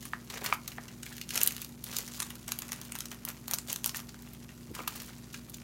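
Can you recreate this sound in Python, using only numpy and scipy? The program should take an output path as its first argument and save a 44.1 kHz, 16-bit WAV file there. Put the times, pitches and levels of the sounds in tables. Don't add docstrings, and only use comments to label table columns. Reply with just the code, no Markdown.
import sys
import numpy as np
from scipy import signal
from scipy.fft import rfft, irfft
from scipy.io import wavfile
from scipy.ndimage import uniform_filter1d

SR = 44100
rng = np.random.default_rng(int(sys.argv[2]) if len(sys.argv) > 2 else 0)


def inscribe(sig):
    pcm = np.round(np.clip(np.atleast_2d(sig).T, -1, 1) * 32767)
    wavfile.write(sys.argv[1], SR, pcm.astype(np.int16))


N = 248283

# frequency in Hz, rms level in dB.
HUM_TONES = [(59.3, -60.5), (96.9, -98), (120, -58), (145.3, -59.5), (177.7, -67), (193.8, -61.5),
             (237, -54.5), (242.2, -62), (290.6, -70.5), (339.1, -68), (355.5, -73), (387.5, -69),
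             (415, -72)]
# frequency in Hz, relative level in dB.
AIR_SPECTRUM = [(15, -17), (28, -21), (42, 3), (70, 5.5), (140, 8), (220, 4.5), (280, 5.5), (350, 0.5),
                (430, -7), (520, -4), (800, -9), (1400, -16), (2500, -34), (4500, -18.5), (6500, -16.5),
                (8200, -20.5), (12500, -15), (16000, -27)]
# start in seconds, length in seconds, crackle level in dB, rustle level in dB.
FINGER_MOVES = [(0.0, 0.083, -53.5, -73), (0.297, 0.09, -52, -48.5), (0.407, 0.13, -47.5, -43.5),
                (0.68, 0.24, -61, -61.5), (1.052, 0.12, -53, -59), (1.283, .35, -49, -62),
                (1.325, .15, -41, -47.5), (1.859, 0.16, -47, -53), (2.003, 0.26, -48.5, -59),
                (2.267, 0.175, -58.5, -65.5), (2.48, 0.011, -43, -45.5), (2.56, 0.34, -56.5, -59.5),
                (2.925, .1, -69, -59.5), (3.113, 0.015, -48.5, -52.5), (3.271, 0.025, -52.5, -49.5),
                (3.494, 0.053, -64, -49.5), (3.68, 0.035, -39, -48), (3.845, 0.023, -48, -48),
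                (3.95, 0.033, -41, -54.5), (4.741, 0.094, -53.5, -52.5), (4.885, 0.21, -51.5, -54),
                (5.323, 0.051, -50, -60.5)]
# frequency in Hz, relative level in dB.
CRACKLE_SPECTRUM = [(500, -11), (1500, -27), (3000, -1.5), (5000, -2.5), (6800, -1.5), (8200, -4.5),
                    (9500, -5), (12500, -7), (16000, -5)]
# frequency in Hz, relative level in dB.
RUSTLE_SPECTRUM = [(200, -13), (400, 0.5), (600, -1.5), (1150, 2), (1800, -0.5), (2600, -1), (5000, -24.5),
                   (12000, -49)]
# start in seconds, level in dB,
# the thing's own ring in Hz, that ring's level in dB relative to the stove's.
STOVE_KNOCKS = [(0.1341, -25.5, 1760, 1.5), (0.5257, -14.5, 2330, -3), (0.7827, -41, 1820, 9.5),
                (4.7652, -38, 2640, -14), (4.7912, -30.5, 2670, -8), (4.804, -33, 2180, -5),
                (4.8763, -25.5, 2740, -5.5)]
# frequency in Hz, relative level in dB, seconds to fall 60 dB.
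STOVE_MODES = [(700, 4.5, 0.018), (1006, 10, 0.017), (1050, 11, 0.014), (1217, 18.5, 0.018)]
# time in seconds,
# level at 3-8 kHz in dB before FILM_COLOUR, body (below) and sparkle (above) in dB relative to that.
CLICKS = [(0.3005, -31.5, 0, -4), (0.3397, -34.5, -2, -2.5), (0.3726, -33.5, -2, -4.5),
          (0.4422, -32, -7, 7), (0.4613, -23, 0, -2), (0.6774, -29.5, -4.5, 3), (0.7183, -39.5, 2.5, -5.5),
          (0.8843, -42, 3.5, -15), (1.0309, -32, -2.5, -3), (1.064, -40, 8.5, 1), (1.181, -39.5, 3, 1.5),
          (1.2137, -30.5, 0.5, -1.5), (1.2911, -32.5, -6, -2.5), (1.3059, -29.5, 0, -1),
          (1.3563, -27.5, 0.5, 6), (1.3604, -26.5, -1.5, -0.5), (1.3763, -20, -1.5, -0.5),
          (1.4145, -21.5, 0, 1), (1.4335, -26, -11, 17.5), (1.4632, -36, 4, 17), (1.4745, -21.5, -7, 10.5),
          (1.5077, -37, 5.5, 4.5), (1.5653, -33, -4.5, 1), (1.6173, -34.5, -7, 7.5), (1.6465, -34.5, -8, 3),
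          (1.8404, -33, -10, 7), (1.9666, -21.5, -19, 0), (1.9856, -26.5, -7, 6.5),
          (2.2017, -23.5, -3, -0.5), (2.221, -32, 3, 4.5), (2.2271, -27.5, -4, -3.5), (2.3041, -37.5, 5, 4),
          (2.4803, -30, -3, -0.5), (2.5198, -23.5, -3, 1), (2.5884, -33, -3.5, 9),
          (2.6207, -30.5, -2.5, -3), (2.6904, -39, 1, -0.5), (2.7194, -27, -2, -1), (2.73, -32, 2.5, 2.5),
          (2.8145, -35.5, -7.5, 2), (2.9209, -33.5, 1, 5), (2.9531, -34.5, 4.5, 4.5), (2.9613, -37.5, 2, 0),
          (2.9877, -35.5, -18, 7), (3.0058, -27, -8.5, -2), (3.0563, -32.5, -8, -1),
          (3.116, -34, 0.5, -3.5), (3.251, -34, -4.5, 11), (3.2876, -31, -6.5, 6.5),
          (3.302, -38.5, 2.5, 2.5), (3.481, -31, -2, 5), (3.5118, -27, -3, 5.5), (3.5357, -22, -4.5, 1.5),
          (3.54, -24, -14, 6), (3.5858, -25, -8.5, -5.5), (3.7015, -29, -3.5, -3.5),
          (3.729, -25.5, -7, 7.5), (3.7607, -26.5, -8, -1.5), (3.8435, -22.5, -9, 0),
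          (3.8605, -24, -3, 9.5), (3.8765, -34, -17, 8), (3.8933, -26.5, -5, -5), (3.946, -33.5, 8, -2),
          (3.9698, -36, -6, 10), (3.992, -39.5, 5, -7.5), (4.092, -37, -4.5, -7.5), (4.1435, -45, 7, -4.5),
          (4.2737, -54.5, 13, -5), (4.4902, -47.5, 9, -10.5), (4.7502, -34, 1.5, 1),
          (4.877, -25.5, -2.5, 6), (4.9593, -39.5, -2, 8), (5.0007, -34.5, -0.5, -3), (5.497, -48, -14, 13),
          (5.543, -33.5, -12, -2)]
# time in seconds, lower edge of the body in Hz, decay of a snap as heard in seconds.
TENSION_AND_DISTANCE = [(0.5, 890, 0.0055), (1.1, 1500, 0.0018), (1.45, 1370, 0.00058), (2.1, 880, 0.0019),
                        (3.3, 790, 0.00092), (3.55, 550, 0.00028), (4.0, 700, 0.00091), (4.8, 1110, 0.0044),
                        (5.5, 1330, 0.0029)]
# frequency in Hz, gain in dB.
FILM_COLOUR = [(500, -6), (1100, -2.5), (1600, -4), (2300, -4), (3000, -2), (4200, 1), (5000, -0.5),
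               (6700, 3), (8200, -4.5), (9500, 2), (10400, -4.5), (12000, 2), (16000, -8)]
# start in seconds, level in dB, pitch in Hz.
HAND_BUMPS = [(0.419, -46.5, 427), (0.439, -51, 131), (0.782, -39.5, 660), (1.358, -45, 417),
              (1.374, -41, 550), (1.408, -46, 477), (4.683, -46, 145), (4.701, -42.5, 221),
              (4.788, -44, 390), (4.802, -45, 366)]
# frequency in Hz, seconds to fall 60 dB.
ROOM_DECAY = [(200, 0.25), (1200, 0.25), (4000, 0.13), (9000, 0.26), (16000, 0.27)]
# frequency in Hz, relative level in dB.
ROOM_COLOUR = [(200, -5.5), (1200, 4.5), (4000, 5.5), (9000, -1), (16000, -0.5)]

BODY_TOP_HZ, SPARKLE_HZ, EDGE_HZ = 2890, 8300, 16050
MS = SR // 1000


def amp(db):
    return 10 ** (np.asarray(db) / 20)


def unit(x):
    return x / np.sqrt(np.mean(x ** 2) + 1e-20)


def unit_click(x):
    return x * np.sqrt(MS / (np.sum(x ** 2) + 1e-20))


def read(points, hz):
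    table_hz, value = np.transpose(points)
    return np.interp(np.log(hz + 1), np.log(table_hz + 1), value)


def add(mix, start_s, sound):
    part = mix[max(round(start_s * SR), 0):][:len(sound)]
    part += sound[:len(part)]


def band(x, lo_hz, hi_hz):
    sections = signal.butter(3, [lo_hz, min(hi_hz, SR / 2 - 1)], "band", fs=SR, output="sos")
    return signal.sosfilt(sections, x)


def colour(x, spectrum):
    return irfft(rfft(x) * amp(read(spectrum, np.fft.rfftfreq(N, 1 / SR))), N)


def seconds(size):
    return np.arange(size) / SR


def grains(per_s, spread_db, decay_s, count=40):
    t, out = seconds(256), np.zeros(N)
    shapes = [unit_click(noise * np.exp(-t / decay_s)) for noise in rng.standard_normal((count, len(t)))]
    sizes = amp(spread_db * np.minimum(rng.exponential(1, N), 3))
    pick = rng.integers(0, count, N)
    for at in np.flatnonzero(rng.random(N) < per_s / SR):
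        add(out, at / SR, sizes[at] * shapes[pick[at]])
    return out


def appliance_hum(waver=0.013):
    t, out = seconds(N), np.zeros(N)
    knots = np.linspace(0, N / SR, 30)
    for hz, db in HUM_TONES:
        level = amp(db) * (1 + waver * np.interp(t, knots, rng.standard_normal(len(knots))))
        out += level * np.sqrt(2) * np.sin(2 * np.pi * (hz * t + rng.random()))
    return out


def simmer(hiss_db=-56, bubbles_db=-64):
    bubbles = unit(band(grains(per_s=160, spread_db=4.5, decay_s=0.0015), 620, 7400))
    hiss = unit(colour(rng.standard_normal(N), AIR_SPECTRUM))
    return amp(hiss_db) * hiss + amp(bubbles_db) * bubbles


def finger_effort(attack_s=0.013, release_s=0.015, held_crackle_db=-62.5, held_rustle_db=-66):
    t = seconds(N)
    power = amp([[held_crackle_db], [held_rustle_db]]) ** 2 * np.ones(N)
    for start, length, crackle_db, rustle_db in FINGER_MOVES:
        attack = np.clip((t - start) / attack_s + 0.5, 0, 1)
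        release = np.exp(-np.clip(t - start - length, 0, 1) / release_s)
        power += (amp([[crackle_db], [rustle_db]]) * attack * release) ** 2
    return np.sqrt(power)


def crinkle(crackle_gain, rustle_gain):
    crackle = unit(colour(grains(per_s=600, spread_db=3, decay_s=0.0009), CRACKLE_SPECTRUM))
    rustle = unit(colour(grains(per_s=500, spread_db=5, decay_s=0.0037), RUSTLE_SPECTRUM))
    return crackle * crackle_gain + rustle * rustle_gain


def small_buckles(crackle_gain, per_s=24, over_crackle_db=10, spread_db=4.5, top_db=-35):
    count = int(per_s * N / SR)
    at = ((np.arange(count) + rng.random(count)) * N / count).astype(int)
    size, body, sparkle = np.clip(rng.standard_normal((count, 3)), -2, 2).T
    db = np.minimum(20 * np.log10(crackle_gain[at]) + over_crackle_db + spread_db * size, top_db)
    body_db, sparkle_db = -5 + 5.5 * body, 5.5 * sparkle
    return list(zip(at / SR, db, body_db, sparkle_db))


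def film_flip(t, decay_s, facet_hz, flutter_db=-22, flutter_s=0.011, creases_db=-20, crease_s=0.0066,
              creases_per_s=300, before_s=0.0063, after_s=0.0047, facet_db=4, neighbour_db=-4):
    noise, sizes = rng.standard_normal((2, len(t)))
    age = np.maximum(t, 0)
    kicks = abs(sizes) * (rng.random(len(t)) < creases_per_s / SR)
    creases = signal.lfilter([1], [1, -np.exp(-1 / (crease_s * SR))], kicks)
    creases *= np.exp(np.minimum(t, 0) / before_s - age / after_s)
    snap = (t >= 0) * np.exp(-age / decay_s)
    flutter = (t >= 0) * np.exp(-age / flutter_s)
    stir = np.sqrt(min(decay_s * SR / MS, 2))
    burst = noise * (snap + stir * (amp(flutter_db) * flutter + amp(creases_db) * creases))
    facet = signal.lfilter(*signal.iirpeak(min(facet_hz, EDGE_HZ), Q=6, fs=SR), burst)
    neighbour_hz = np.exp(rng.uniform(np.log(1000), np.log(12000)))
    neighbour = signal.lfilter(*signal.iirpeak(neighbour_hz, Q=6, fs=SR), burst)
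    return burst + amp(facet_db) * facet + amp(neighbour_db) * neighbour


def snaps_and_pops(rows, centre_hz=6150, octaves_per_db=0.18, scatter_octaves=0.17, aimed_db=-23,
                   aim=0.59):
    direct, to_room = np.zeros((2, N))
    t = seconds(3000) - 10 * MS / SR
    when, lowest_hz, decay_s = np.transpose(TENSION_AND_DISTANCE)
    for at_s, db, body_db, sparkle_db in rows:
        octaves = octaves_per_db * (sparkle_db - body_db) + scatter_octaves * rng.standard_normal()
        burst = film_flip(t, np.interp(at_s, when, decay_s), centre_hz * 2 ** octaves)
        edges = [np.interp(at_s, when, lowest_hz), BODY_TOP_HZ, SPARKLE_HZ, EDGE_HZ]
        registers = np.array([unit_click(band(burst, lo, hi)) for lo, hi in zip(edges, edges[1:])])
        levels_db = db + np.array([body_db, 0, sparkle_db])
        add(direct, at_s + t[0], amp(levels_db) @ registers)
        room_db = levels_db - aim * np.maximum(levels_db - aimed_db, 0)
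        add(to_room, at_s + t[0], amp(room_db) @ registers)
    return colour(direct, FILM_COLOUR), colour(to_room, FILM_COLOUR)


def stove_knocks(ring_t60=0.014, rattle_db=-23, rattle_s=0.03, tick_db=-20, tick_s=0.0081):
    t, out = seconds(3000), np.zeros(N)
    hz, mode_db, t60 = np.transpose(STOVE_MODES)[:, :, None]
    modes = amp(mode_db - 60 * t / t60) * np.cos(2 * np.pi * hz * t)
    stove = unit_click(band(modes.sum(0), 700, 1400))
    for start, db, ring_hz, ring_db in STOVE_KNOCKS:
        tone = amp(-60 * t / ring_t60) * np.cos(2 * np.pi * ring_hz * t)
        ring = unit_click(band(tone, 0.44 * ring_hz, 2.4 * ring_hz))
        rattle = unit_click(band(rng.standard_normal(len(t)) * np.exp(-t / rattle_s), 1600, 5600))
        tick = unit_click(band(rng.standard_normal(len(t)) * np.exp(-t / tick_s), 3000, 8800))
        knock = stove + amp(ring_db) * ring + amp(rattle_db) * rattle + amp(tick_db) * tick
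        add(out, start, amp(db) * knock)
    return out


def hand_bumps(swell_cycles=1.7):
    t, out = seconds(4000), np.zeros(N)
    for start, db, hz in HAND_BUMPS:
        puff = unit(band(rng.standard_normal(len(t)), 0.5 * hz, 1.66 * hz))
        swell = t * hz / swell_cycles
        add(out, start, amp(db) * swell * np.exp(1 - swell) * puff)
    return out


def room_tail(echoes_per_s=4000, first_echo_s=0.004):
    t = seconds(SR // 2)
    echoes = rng.standard_normal(len(t)) * (rng.random(len(t)) < echoes_per_s / SR) * (t > first_echo_s)
    hz, age, spectra = signal.stft(echoes, SR, nperseg=256)
    spectra *= amp(read(ROOM_COLOUR, hz)[:, None] - 60 * age / read(ROOM_DECAY, hz)[:, None])
    tail = signal.istft(spectra, SR)[1][:len(t)]
    return tail / np.linalg.norm(tail)


def kitchen_echo(x, tail_db=-10.5, directions=4, turn_s=0.017):
    facing = (seconds(N) / turn_s).astype(int) % directions
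    shares = [uniform_filter1d(1.0 * (facing == k), 2 * MS) for k in range(directions)]
    return amp(tail_db) * sum(signal.oaconvolve(x * share, room_tail())[:N] for share in shares)


def scene(knocks_room_db=-2):
    crackle_gain, rustle_gain = finger_effort()
    clicks, clicks_to_room = snaps_and_pops(CLICKS + small_buckles(crackle_gain))
    handling = crinkle(crackle_gain, rustle_gain) + hand_bumps()
    knocks = stove_knocks()
    room = kitchen_echo(clicks_to_room + handling + amp(knocks_room_db) * knocks)
    return (clicks + handling + knocks + room + appliance_hum() + simmer())[None]


def record(dry):
    low_pass = signal.firwin(255, EDGE_HZ, window=("kaiser", 8), fs=SR)
    return signal.oaconvolve(dry, low_pass[None], "same")


dry = scene()
out = record(dry)
inscribe(out)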